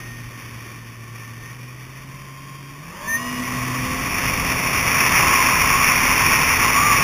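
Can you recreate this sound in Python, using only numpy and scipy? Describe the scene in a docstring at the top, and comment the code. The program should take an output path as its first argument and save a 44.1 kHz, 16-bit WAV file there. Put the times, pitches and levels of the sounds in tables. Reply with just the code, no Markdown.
"""A jet ski on open water, heard up close from a cased camera worn by the rider.
It cruises through a turn: the four-cylinder engine hums, its gears whine and ring the hull, spray hisses.
At 3 s the throttle opens and the revs shoot up with thin, high tones. From 4 s the hull lifts on to the
plane over churning water; wind takes over, buffets the microphone and, past 5 s, whistles in the case.
Throughout, the recorder samples slowly and holds each sample, which gives a gritty treble."""
import sys
import numpy as np
from scipy import signal
from scipy.fft import rfft, irfft
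from scipy.io import wavfile

SR = 44100
rng = np.random.default_rng(int(sys.argv[2]) if len(sys.argv) > 2 else 0)


def store_wav(level_fs):
    """Save 16-bit WAV to argv[1]."""
    pcm = np.round(np.clip(np.atleast_2d(level_fs), -1, 1) * 32767)
    wavfile.write(sys.argv[1], SR, pcm.T.astype(np.int16))


N = 310023
TIME = np.arange(N) / SR
HOLD_HZ = 8000  # the recorder's sampling rate

# air and water rushing past the rider, louder as the craft gathers speed: t/s, level/dB
RUSH = [(0.1, -46.5), (0.62, -44), (0.8, -46.5), (2.79, -46), (3.49, -33), (3.97, -30.5), (4.28, -25),
        (4.39, -27.5), (5.25, -20), (6.95, -21)]
# gusts on the case: middle t/s, length/s, wind lift/dB, buffeting lift/dB
GUSTS = [(.18, 0.34, 15, 7), (4.5, 0.064, 2, -2), (4.77, 0.081, 2.5, 2), (4.99, 0.097, 2, 3.5),
         (5.21, 0.24, 1, 4.5), (6.31, 0.13, 1.5, 0)]
# spectrum of the buffeting at the microphone: f/Hz, level/dB
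BUFFET_SPECTRUM = [(12, -23), (28, -2), (50, -2.5), (85, -1.5), (160, -1), (230, -8.5), (330, -16.5),
                   (600, -21)]
# spectrum of the wind inside the case: f/Hz, level/dB
WIND_SPECTRUM = [(150, -22), (320, -15), (720, -15), (920, -7), (1110, -5), (1270, -5.5), (1530, -10.5),
                 (1900, -4), (2150, -2), (2440, 0), (2720, -5.5), (3050, -17.5), (3250, -16.5), (3620, -18)]
# the case whistles up: middle t/s, length/s, lift/dB, pitch bend/Hz, share of steady tone/0-1
CASE_WHISTLES = [(5.4, 0.39, 6.5, -21.5, 0.16), (5.78, .18, 8, 46, 0.44), (6.65, 0.086, 9, 11, 0.17),
                 (6.86, .26, 12.5, 100, 0.84)]
# spectrum of the water churning under the hull: f/Hz, level/dB
WASH_SPECTRUM = [(140, -1), (180, 0.5), (260, -14), (380, -11.5), (520, -7.5), (800, -10), (1000, -20),
                 (1500, -40)]
# spectrum of the spray: f/Hz, level/dB
SPRAY_SPECTRUM = [(150, -2), (290, -3), (400, -7.5), (730, -16.5), (960, -12.5), (1100, -0.5), (1280, -11),
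                  (1680, -10.5), (1860, -2), (2080, -7.5), (2330, -2), (2700, -9), (3050, -13.5),
                  (3650, -14)]
# sheets of spray thrown up in the turn: middle t/s, length/s, lift/dB
SPLASHES = [(.02, 0.16, 5), (.43, 0.16, 3), (.65, 0.22, 2.5), (1.25, 0.2, 2.5), (1.47, .12, 2.5)]
# engine speed as a firing rate: t/s, f/Hz
FIRING_RATE = [(0, 119.6), (.45, 117), (.77, 116), (1.07, 115.3), (1.42, 116.5), (1.52, 122.6),
               (1.8, 126.5), (2, 133.5), (2.2, 135.4), (2.72, 139.1), (2.8, 146.4), (2.9, 171),
               (3.06, 226.6), (3.2, 245), (3.3, 247.9), (3.65, 251.5), (3.96, 256.1), (7.03, 254)]
# thin, high engine tones as the revs rise: start t/s, length/s, f/Hz, level/dB
HIGH_TONES = [(1.56, 0.1, 2450, -48), (3.08, .05, 2400, -35), (3.138, .27, 2874, -38)]
# hull resonances rung by the gears: f/Hz, width/Hz, level/dB
HULL_MODES = [(1075, 95, -1.5), (1839, 193, 3.5), (3210, 199, -2.5)]
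# flares of the gear whine: middle t/s, length/s, lift/dB
WHINE_FLARES = [(.03, .36, 9.5), (1.23, 0.12, 7), (1.46, .12, 8), (2.45, 0.94, 4.5), (3.125, 0.1, 13)]
# orders that stand out of the clatter: multiple of the four-firing cycle, lift/dB
CLATTER_ORDERS = {8: 0, 10: 3.3, 11: 13.5, 13: 5.9, 16: 4.1, 17: 7.8, 18: 7.5, 20: 6.87, 28: 5.65, 40: 12.5,
                  45: 4, 62: 17.6}
# how the engine bay passes the clatter: f/Hz, level/dB
BAY_RESPONSE = [(300, -14.5), (500, -14.5), (600, -7), (690, -13), (800, -15.5), (950, -3.5), (1100, 4),
                (1200, -2), (1350, -19), (1850, -7), (2050, -20), (2380, -18), (2650, -11.5), (3300, -19)]
# how the exhaust passes the firing hum: f/Hz, level/dB
EXHAUST_RESPONSE = [(117, -36), (136, -37.5), (165, -36), (205, -43), (232, -41.5), (248, -28.5)]
# spells in which the engine booms: middle t/s, length/s, shaft throb lift/dB, hum overtone lift/dB
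BOOMS = [(3.64, 0.45, 16.5, 0), (3.93, 0.39, 4, 13), (4.4, 0.48, 12, 12)]


def undb(db):
    """Decibels to gain."""
    return 10 ** (np.asarray(db) / 20)


def unit(x):
    """Scale to rms 1."""
    return x / np.std(x)


def switch(x):
    """A smooth step from 0 to 1 around x = 0."""
    return .5 + .5 * np.tanh(x / 2)


def phase_of(hz):
    """Running phase in radians."""
    return 2 * np.pi * np.cumsum(hz) / SR


def swells(table, column=0, squareness=3):
    """Rounded rises and falls, one for each row of middle t/s, length/s, heights."""
    return sum(heights[column] * np.exp(-np.abs(2 * (TIME - middle) / length) ** squareness)
               for middle, length, *heights in table)


def walk(rate, count=8192):
    """A smooth random wander with spread 1, changing about rate times a second."""
    hz = np.arange(count // 2 + 1) * SR / N
    slow = irfft(rfft(rng.standard_normal(count)) * np.exp(-(hz / rate) ** 2))
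    return unit(np.interp(np.arange(N) * count / N, np.arange(count), slow))


def colour(x, spectrum):
    """Filter x by points of f/Hz, level/dB, rolled off at both ends; rms 1."""
    hz, db = np.transpose(spectrum)
    f = np.arange(1, N // 2 + 2) * SR / N
    ends = 1 / np.sqrt((1 + (hz[0] / f / 2) ** 4) * (1 + (f / HOLD_HZ * 2) ** 20))
    gain = undb(np.interp(np.log(f), np.log(hz), db))
    return unit(irfft(rfft(x) * ends * gain, N))


def ring(x, hz, width):
    """A steep resonance with gain 1 at its centre."""
    b, a = signal.iirpeak(hz, hz / width, fs=SR)
    return signal.lfilter(b, a, signal.lfilter(b, a, x))


def buffet(rush_db, offset_db=-1, ceiling_db=-28, unsteady_db=1.5):
    """Air strikes the case right at the microphone: a rumble that grows with the rush, then levels off."""
    strength = 1 / np.hypot(undb(-rush_db - offset_db), undb(-ceiling_db))
    rumble = colour(rng.standard_normal(N), BUFFET_SPECTRUM)
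    return rumble * strength * undb(swells(GUSTS, column=1) + unsteady_db * walk(4.4))


def wind(eddy_db=0.85, fine_eddy_db=1.0):
    """Turbulent air rings the hollow case around the microphone; eddies shake its level."""
    eddies = undb(eddy_db * walk(34) + fine_eddy_db * walk(230))
    return colour(rng.standard_normal(N) * eddies, WIND_SPECTRUM)


def case_whistle(rush_db, cavity_hz=1069, base_db=-27, db_per_rush_db=3, breadth_hz=90, waver=0.01103):
    """Air across the case's edge rings its cavity: breathy, but a steadier tone in the strongest gusts."""
    db = base_db + db_per_rush_db * (rush_db - rush_db.max()) + swells(CASE_WHISTLES)
    hz = cavity_hz + swells(CASE_WHISTLES, column=1, squareness=1.54)
    steady = np.clip(swells(CASE_WHISTLES, column=2), 0, 1)
    phase = phase_of(hz * (1 + waver * walk(23.2)))
    breathy = walk(breadth_hz) * np.sin(phase) + walk(breadth_hz) * np.cos(phase)
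    return (np.sqrt(2 * steady) * np.sin(phase) + np.sqrt(1 - steady) * breathy) * undb(db)


def wash(middle_s=4.69, length_s=1.4, peak_db=-33.5, churn_db=1.0):
    """Water churns under the hull, a hollow rush that swells and dies away as the craft lifts."""
    envelope = swells([(middle_s, length_s, 1)])
    water = colour(rng.standard_normal(N), WASH_SPECTRUM)
    return water * envelope * undb(peak_db + churn_db * walk(11.3))


def spray(drops_per_s=2500, drop_spread_db=2.0, drop_gain=0.65, surge_db=0.6):
    """Sheets of water hiss off the hull and droplets patter on the case."""
    hits = (rng.random(N) < drops_per_s / SR) * rng.standard_normal(N)
    drops = unit(hits * undb(drop_spread_db * np.minimum(rng.exponential(size=N), 5)))
    hiss = rng.standard_normal(N)
    return colour(hiss + drop_gain * drops, SPRAY_SPECTRUM) * undb(surge_db * walk(17))


def high_tones(attack_s=0.056, release_s=.05, slide_hz=120, slide_s=0.046, waver=0.0019, flutter_db=1.5):
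    """Thin, high engine tones that slide up and fade as the revs rise."""
    tones = 0
    drift = 1 + waver * walk(33)
    for start, length, hz, db in HIGH_TONES:
        age = np.maximum(TIME - start, 0)
        pitch = hz - slide_hz * np.exp(-age / slide_s)
        envelope = np.minimum(age / attack_s, 1) * np.exp(-np.maximum(age - length, 0) / release_s)
        tones += np.sin(phase_of(pitch * drift)) * envelope * undb(db)
    return tones * undb(flutter_db * walk(25))


def gears(phase, firing_hz, octaves_down, drive_db=-31.5, db_per_octave=15, flutter_db=1):
    """Mesh tones flare up whenever the engine speed carries one through a hull resonance."""
    whine_db = drive_db - db_per_octave * octaves_down + swells(WHINE_FLARES, squareness=8)
    tooth = phase * 31 / 4  # 31 teeth mesh in four firings
    overtones = undb(-2) * np.sin(2 * tooth) + undb(-8) * np.sin(3 * tooth)
    low_revs = switch((155 - firing_hz) / 10)  # overtones fade above a firing rate of 155 Hz
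    mesh = np.sin(tooth) + overtones * low_revs
    hull = sum(undb(db) * ring(mesh, hz, width) for hz, width, db in HULL_MODES)
    return hull * undb(whine_db + flutter_db * walk(38))


def crank(firing_hz, chop_waver=.0008, rev_waver=.016, fast_rise_hz_per_s=329):
    """Phase of the firings: it wavers with the pump's load in the chop, far more as the revs shoot up."""
    revving = np.minimum(np.abs(np.gradient(firing_hz)) * SR / fast_rise_hz_per_s, 1) ** 2
    return phase_of(firing_hz * (1 + chop_waver * walk(17) + rev_waver * revving * walk(56)))


def clatter(phase, octaves_down, full_revs_db=-32, fall_db=19, wobble_db=3.5, rasp_db=-4):
    """Four unequal cylinders repeat every four firings; their orders and rasp ring the engine bay."""
    cycle = phase / 4
    orders = 0
    for k in range(6, 64):
        tone = np.sin(k * cycle + 2 * np.pi * rng.random())
        orders += tone * undb(CLATTER_ORDERS.get(k, 0) + wobble_db * walk(28))
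    rasp = rng.standard_normal(N) * (1 + .5 * np.cos(phase))  # pulses at each firing
    bay = colour(unit(orders) + undb(rasp_db) * unit(rasp), BAY_RESPONSE)
    return bay * undb(full_revs_db - fall_db * octaves_down ** 1.7)


def shaft_throb(phase, octaves_down, base_db=-44, db_per_octave=24, wobble_db=0.7):
    """The shaft throbs at half the firing rate, weaker at low revs."""
    db = base_db - db_per_octave * octaves_down + swells(BOOMS, squareness=3.1)
    return np.sin(phase / 2) * undb(db + wobble_db * walk(6.9))


def exhaust(phase, firing_hz, planing_s=3.99, planing_db=-6.5, overtone_db=-12, muffler_hz=270):
    """The firings hum; once the hull is on the plane the level drops and wavers more over the chop."""
    planing = switch((TIME - planing_s) / 0.033)
    wobble_db = (1.4 + 1.6 * planing) * walk(17)
    hum_db = np.interp(firing_hz, *np.transpose(EXHAUST_RESPONSE)) + planing_db * planing + wobble_db
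    # the wet muffler swallows the overtone as the revs rise
    overtone = signal.sosfilt(signal.butter(2, muffler_hz, fs=SR, output="sos"), np.sin(2 * phase))
    overtone *= undb(overtone_db + swells(BOOMS, column=1) + 2 * walk(10))
    return (np.sin(phase) + overtone) * undb(hum_db)


def engine(full_revs_hz=257):
    """The engine just below the rider: one crank drives hum, throb, clatter and gears; high tones join."""
    firing_hz = np.interp(TIME, *np.transpose(FIRING_RATE))
    octaves_down = np.maximum(np.log2(full_revs_hz / firing_hz), 0)
    phase = crank(firing_hz)
    drone = exhaust(phase, firing_hz) + shaft_throb(phase, octaves_down)
    return drone + clatter(phase, octaves_down) + gears(phase, firing_hz, octaves_down) + high_tones()


def scene(spray_db=4, wind_db=3.64, wind_onset_db=-30.5, onset_width_db=3):
    """Engine, water and air at the rider's microphone, in mono; wind overtakes spray as the rush grows."""
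    rush_db = np.interp(TIME, *np.transpose(RUSH))
    wind_share = switch((rush_db - wind_onset_db) / onset_width_db)
    motor = engine()
    water = np.sqrt(1 - wind_share) * spray() * undb(rush_db + spray_db + swells(SPLASHES))
    air = np.sqrt(wind_share) * wind() * undb(rush_db + wind_db + swells(GUSTS))
    return (motor + water + air + case_whistle(rush_db) + buffet(rush_db) + wash())[None]


def record(dry, band_hz=3730, top_hz=15250):
    """A narrow-band recorder holds each sample four times over, mirroring the sound into the treble."""
    padded = np.pad(dry, [(0, 0), (0, SR // 10)])
    size = padded.shape[1]
    narrow = signal.sosfilt(signal.butter(20, band_hz, fs=SR, output="sos"), padded)
    slow = signal.resample(narrow, round(size * HOLD_HZ / SR), axis=1)
    slow = signal.sosfilt(signal.butter(2, 3850, fs=HOLD_HZ, output="sos"), slow)
    held = signal.resample(np.repeat(slow, 4, axis=1), size, axis=1)[:, :N]
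    return signal.sosfilt(signal.ellip(14, .2, 80, top_hz, fs=SR, output="sos"), held)


dry = scene()
out = record(dry)
store_wav(out)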